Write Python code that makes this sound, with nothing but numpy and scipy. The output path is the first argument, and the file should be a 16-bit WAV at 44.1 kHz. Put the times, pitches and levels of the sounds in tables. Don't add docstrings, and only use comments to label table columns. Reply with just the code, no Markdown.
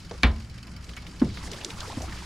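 import sys
import numpy as np
from scipy import signal
from scipy.fft import rfft, irfft
from scipy.io import wavfile
from scipy.ndimage import uniform_filter1d

SR = 44100
rng = np.random.default_rng(int(sys.argv[2]) if len(sys.argv) > 2 else 0)


def store_wav(level_fs):
    pcm = np.round(np.clip(np.atleast_2d(level_fs), -1, 1) * 32767)
    wavfile.write(sys.argv[1], SR, pcm.T.astype(np.int16))


N = 99225
T = np.arange(N) / SR
BIN_HZ = np.arange(N // 2 + 1) * SR / N
LOW_MODE_HZ = 130


def undb(db):
    return 10 ** (np.asarray(db) / 20)


def shape(points):
    hz, db = np.array(points, float).T[:2]
    return undb(np.interp(np.log(BIN_HZ + 1), np.log(hz), db))


# freq_hz, side_over_mid_db
STEREO_WIDTH = [(60, -21), (200, -19.5), (600, -9), (2000, -8), (5000, -8.5), (9000, -9), (13000, -4.5)]
def noise(points, side_db=0):
    mid, side = rfft(rng.standard_normal((2, N))) * shape(points)
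    mid = irfft(mid, N)
    side = irfft(side * shape(STEREO_WIDTH), N) * undb(side_db)
    return np.array([mid + side, mid - side]) / mid.std()


def bands(x, centres_hz):
    spectrum, log_hz = rfft(x), np.log(BIN_HZ + 1)
    return [irfft(spectrum * np.interp(log_hz, np.log(centres_hz), row), N)
            for row in np.eye(len(centres_hz))]


def fade(at, t60, rise_s=0.00036):
    out = np.zeros(N)
    live = slice(int(at * SR) + 1, int((at + 2 * t60) * SR) + 2)
    age = T[live] - at
    out[live] = (1 - np.exp(-age / rise_s)) * np.exp(-np.log(1000) * age / t60)
    return out


def ring(at, hz, t60, rise_s=0.0002):
    return fade(at, t60, rise_s) * np.sin(2 * np.pi * hz * (T - at))


def dense_ring(at, table, rise_s):
    parts = bands(noise(table, side_db=-4.5), [hz for hz, _, _ in table])
    return sum(part * fade(at, t60, rise_s) for part, (_, _, t60) in zip(parts, table))


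def drift(rate_hz):
    hold = int(SR / rate_hz)
    steps = np.repeat(np.clip(rng.standard_normal(400), -2, 2), hold)[:N + 2 * hold]
    return 1.266 * uniform_filter1d(uniform_filter1d(steps, hold), hold)[hold:hold + N]


def flicker(x, depth_db, rate_hz):
    return sum(part * undb(depth_db * drift(rate_hz)) for part in bands(x, 2. ** np.arange(7, 15)))


def add(out, at, x):
    start = int(np.clip(at * SR, 0, N - 1))
    out[:, start:start + x.shape[-1]] += x[..., :N - start]


def bubble(hz, cycles, glide=0.13):
    life = np.arange(int(cycles / hz * SR) + 2) * hz / cycles / SR
    envelope = np.exp(-4 * life) * (1 - np.exp(-life * cycles * 2))
    return envelope * np.sin(2 * np.pi * cycles * life * (1 + glide * life))


# pitch_hz, rms_db
HUM_PARTIALS = [(62, -51.5), (91, -52.5), (118, -56.5), (178, -57), (228, -66)]
def hum(waver_db=5.5, pitch_waver=0.01042):
    out = 0
    for hz, db in HUM_PARTIALS:
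        gain = np.sqrt(2) * undb(db + waver_db * drift(7.03))
        pitch_hz = hz * (1 + pitch_waver * drift(8.9))
        out += gain * np.sin(2 * np.pi * np.cumsum(pitch_hz) / SR)
    return out


# freq_hz, density_db
AMBIENCE_EQ = [(10, -6), (22, -2), (70, 0), (130, -2.5), (250, -10), (450, -22), (800, -23.5), (1400, -22),
               (3200, -31), (5200, -29), (8000, -38), (12000, -48.5), (15500, -71)]
def ambience():
    return undb(-44.5) * flicker(noise(AMBIENCE_EQ), depth_db=3, rate_hz=30.2)


# freq_hz, density_db
SPRAY_EQ = [(30, 18), (80, 1.5), (170, 5.5), (260, 6.5), (450, 2), (1000, -1.5), (2200, -4), (4800, -2),
            (7500, -9.5), (11000, -17.5), (15500, -34)]
# time_s, gain_db
SPLASH_RIDE = [(0, -16.5), (.3, -14.5), (.7, -31), (.9, -11.5), (1.15, -13), (1.3, -9.5), (1.44, -2.5),
               (1.62, -2), (1.76, -5), (1.83, -1), (2.03, -3), (2.25, -3.5)]
def splash(drops_per_s=600, low_hz=863, high_hz=9740):
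    drops = np.zeros((2, N))
    for when, pitch, size, length, pan in rng.random((int(drops_per_s * N / SR), 5)):
        hz = low_hz * (high_hz / low_hz) ** pitch
        db = -43.5 - 4 * np.log(1 - 0.98 * size)
        pan_db = 2.23 * (1.5 - pan) * np.array([[-1], [1]])
        add(drops, when * N / SR, undb(db + pan_db) * bubble(hz, cycles=3 + 18 * length))
    spray = undb(-41) * flicker(noise(SPRAY_EQ), depth_db=3.5, rate_hz=45.27)
    ride_db = np.interp(T, *np.array(SPLASH_RIDE).T)
    return (drops + spray) * undb(ride_db)


# pitch_hz, width_hz, gain_db
REEL_HOUSING = [(1420, 180, -3), (2240, 69, 4.5), (2580, 58, 1.5), (3070, 125, 2), (4070, 71, 0.5),
                (4680, 220, 2), (5410, 140, 1), (6820, 190, -5.5), (8250, 350, -13.5), (9380, 310, -12),
                (10080, 160, -10), (11870, 210, -15)]
def reel(ticks_per_s=44.9, jitter_s=0.0029, weak_db=-8.5, scatter_db=2.5):
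    beats = np.arange(110)
    late, loud = rng.standard_normal((len(beats), 2)).T
    strength = undb(weak_db * (beats % 2) + scatter_db * np.clip(loud, -2, 2))
    start_s = np.abs(beats / ticks_per_s + jitter_s * late)
    kicks = np.bincount((start_s * SR).astype(int), strength, N)[:N]
    envelope = signal.fftconvolve(kicks, fade(0, t60=0.053, rise_s=0.00082))[:N]
    grind = envelope * noise([(20, 0), (20000, 0)], side_db=1.8)
    f = BIN_HZ + 1
    housing = sum((-1) ** k * undb(db) / (1 + 1j * hz / width * (f / hz - hz / f))
                  for k, (hz, width, db) in enumerate(REEL_HOUSING))
    return undb(-35.5) * irfft(rfft(grind) * housing, N)


# start_s, level_db
BUMP_CUES = [(0.1105, -30), (0.139, -38), (2.006, -37)]
# freq_hz, density_db, t60_s
BUMP_BANDS = [(100, -6, 0.054), (497, 2, 0.11), (890, -2.5, 0.051), (1800, -13.5, 0.036),
              (6000, -13, 0.032), (15000, -60, .02)]
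def gear_bumps():
    return sum(undb(db) * dense_ring(at, BUMP_BANDS, rise_s=0.00089) for at, db in BUMP_CUES)


# start_s, level_db
KNOCK_CUES = [(.2329, 0)]
# pitch_hz, level_db, t60_s
HULL_MODES = [(63.5, -4.5, 0.19), (78.2, -16.5, 0.34), (122, -29, 0.19), (188, -24.5, 0.22),
              (220, -28.5, 0.61), (249, -24, 0.24), (354, -26, 0.14), (663, -36, .22), (750, -31.5, 0.2),
              (1024, -34, 0.33), (1238, -29, 0.18), (1777, -34, 0.16), (2085, -29, 0.074),
              (2280, -24.5, 0.14), (2480, -32, 0.091), (2650, -35, 0.067), (3300, -29.5, 0.1),
              (3520, -24, 0.085)]
# freq_hz, density_db, t60_s
PLATING_BANDS = [(60, 3, 0.9), (197, -3.5, 0.37), (543, -9, .28), (1190, -7.5, 0.2), (1680, -4.5, 0.16),
                 (2400, 1, 0.094), (3220, -14, 0.19), (4000, -14, 0.18), (5520, -23, .1), (7700, -32, 0.07),
                 (15000, -43, 0.034)]
def hull_knock(boom_lag_s=0.007):
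    snap_eq = [(1000, -40), (4500, 10.5), (8000, -14.5), (15000, -23)]
    out = 0
    for at, db in KNOCK_CUES:
        modes = 0
        for k, (hz, mode_db, t60) in enumerate(HULL_MODES):
            if hz < LOW_MODE_HZ:
                modes -= undb(mode_db) * ring(at + boom_lag_s, hz, t60, rise_s=0.0069)
            else:
                modes += (-1) ** k * undb(mode_db) * ring(at, hz, t60, rise_s=0.0014)
        crack = undb(-10.5) * ring(at, hz=2340, t60=0.018)
        snap = undb(-8) * fade(at, t60=0.0053) * noise(snap_eq, side_db=-4.5)
        clank = undb(-15.5) * dense_ring(at, PLATING_BANDS, rise_s=0.0003)
        out += undb(db) * (modes + crack + snap + clank)
    return out


# start_s, level_db, pitch_hz, t60_s
TICK_CUES = [(.404, -42.5, 2700, 0.018), (.583, -34.5, 2900, 0.0044), (.679, -44, 2450, 0.033),
             (.843, -39.5, 5780, 0.014), (.891, -33, 2940, 0.017), (0.935, -38, 3020, .012),
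             (.965, -34.5, 6700, 0.008), (.967, -34.5, 2250, 0.11), (1.066, -35.5, 3020, 0.047),
             (1.196, -33, 4460, 0.013), (1.245, -37.5, 5460, 0.015), (1.372, -29.5, 2160, 0.013),
             (1.515, -28, 5120, 0.018), (1.533, -27, 3370, 0.0089), (1.612, -32, 2870, 0.028),
             (1.703, -28, 3780, 0.015), (1.804, -25.5, 4900, 0.016), (2.019, -25.5, 5900, 0.0043),
             (2.123, -33, 1860, 0.049)]
def tackle_ticks():
    out = 0
    for at, db, hz, t60 in TICK_CUES:
        ping = 0.5 * ring(at, hz, t60, rise_s=0.00017)
        grit = noise([(hz / 5, -24), (hz / 2, -3), (hz, 0), (hz * 1.52, -7), (hz * 3, -32)])
        burst = 0.5 * fade(at, t60, rise_s=0.0008)
        tail = undb(-9) * fade(at, t60=0.04, rise_s=0.0014)
        out += undb(db) * (ping + grit * (burst + tail))
    return out


# start_s, thump_db, low_boost_db, scuff_db
STEP_CUES = [(1.2151, 4.5, 0.5, -23), (1.967, -12, 12.5, -34)]
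# pitch_hz, level_db, t60_s
DECK_MODES = [(82.2, -28.5, 0.35), (116.5, -29, 0.24), (197.7, -26, 0.27), (241.2, -13, 0.095),
              (290, -12, 0.053), (347.3, -24, 0.1), (415, -29, 0.084), (537, -31.5, 0.059)]
# freq_hz, density_db, t60_s
SCUFF_BANDS = [(100, 0.5, 0.55), (383, -9.5, 0.34), (720, -14, 0.16), (1350, -11.5, 0.058),
               (2200, -28, 0.15), (5970, -46, 0.069), (15000, -61, .05)]
def footsteps():
    out = np.zeros((2, N))
    for at, thump_db, low_boost_db, scuff_db in STEP_CUES:
        for k, (hz, mode_db, t60) in enumerate(DECK_MODES):
            gain = undb(thump_db + mode_db + low_boost_db * (hz < LOW_MODE_HZ))
            out += (-1) ** k * gain * ring(at, hz, t60, rise_s=0.0028)
        out += undb(scuff_db) * dense_ring(at, SCUFF_BANDS, rise_s=0.0018)
    return out


# start_s, level_db, pitch_hz
GURGLE_CUES = [(1.41, -37, 990), (1.52, -36, 416), (1.66, -34, 368), (1.715, -37.5, 930), (1.83, -30, 1150),
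               (1.875, -35, 448), (1.9, -28.5, 824), (2.002, -35.5, 683), (2.024, -31.5, 569),
               (2.048, -38.5, 940), (2.075, -39.5, 311), (2.176, -36.5, 1530)]
def gurgles(cycles=18, followers=4, follower_db=-5.5, spread_s=0.031, spread_oct=0.43):
    out = np.zeros((2, N))
    for at, db, hz in GURGLE_CUES:
        add(out, at, undb(db) * bubble(hz, cycles))
        for late, pitch in rng.random((followers, 2)):
            follower = bubble(hz * 2 ** (spread_oct * (2 * pitch - 1)), cycles)
            add(out, at + spread_s * late, undb(db + follower_db) * follower)
    return out


# start_s, level_db, pitch_hz
SLAP_CUES = [(1.429, -31, 62.2), (1.57, -56, 107), (2.119, -34, 186), (2.199, -34, 186)]
def water_slaps(t60_cycles=22):
    return sum(undb(db) * ring(at, hz, t60_cycles / hz, rise_s=0.002) for at, db, hz in SLAP_CUES)


# start_s, level_db, pitch_hz
SNAP_CUES = [(1.6475, -13, 5080)]
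def tackle_snap(width_s=0.00016):
    tail_eq = [(1000, -29), (3500, -1), (7000, -2), (10000, -10), (15000, -37)]
    out = 0
    for at, db, hz in SNAP_CUES:
        window = np.exp(-np.minimum(((T - at) / width_s) ** 2, 40))
        click = -np.cos(2 * np.pi * hz * (T - at)) * window
        tail = undb(-10.5) * fade(at, t60=0.017) * noise(tail_eq)
        out += undb(db) * (click + tail)
    return out


def radiate(x, cutoff_hz=53.4):
    return signal.sosfilt(signal.butter(2, cutoff_hz, "high", fs=SR, output="sos"), x)


def from_right(x, lag_s=0.00002):
    left = irfft(rfft(x[0]) * np.exp(-2j * np.pi * BIN_HZ * lag_s), N)
    return np.array([left, x[1]])


def scene():
    boat = from_right(radiate(hull_knock() + footsteps() + gear_bumps()))
    fishing = tackle_ticks() + tackle_snap() + reel()
    water = splash() + gurgles() + water_slaps()
    return boat + fishing + water + hum() + ambience()


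def record(dry):
    low_cut = signal.butter(1, 7.3, "high", fs=SR, output="sos")
    high_cut = signal.ellip(8, 0.2, 70, 15800, fs=SR, output="sos")
    return signal.sosfilt(high_cut, signal.sosfilt(low_cut, dry))


dry = scene()
out = record(dry)
store_wav(out)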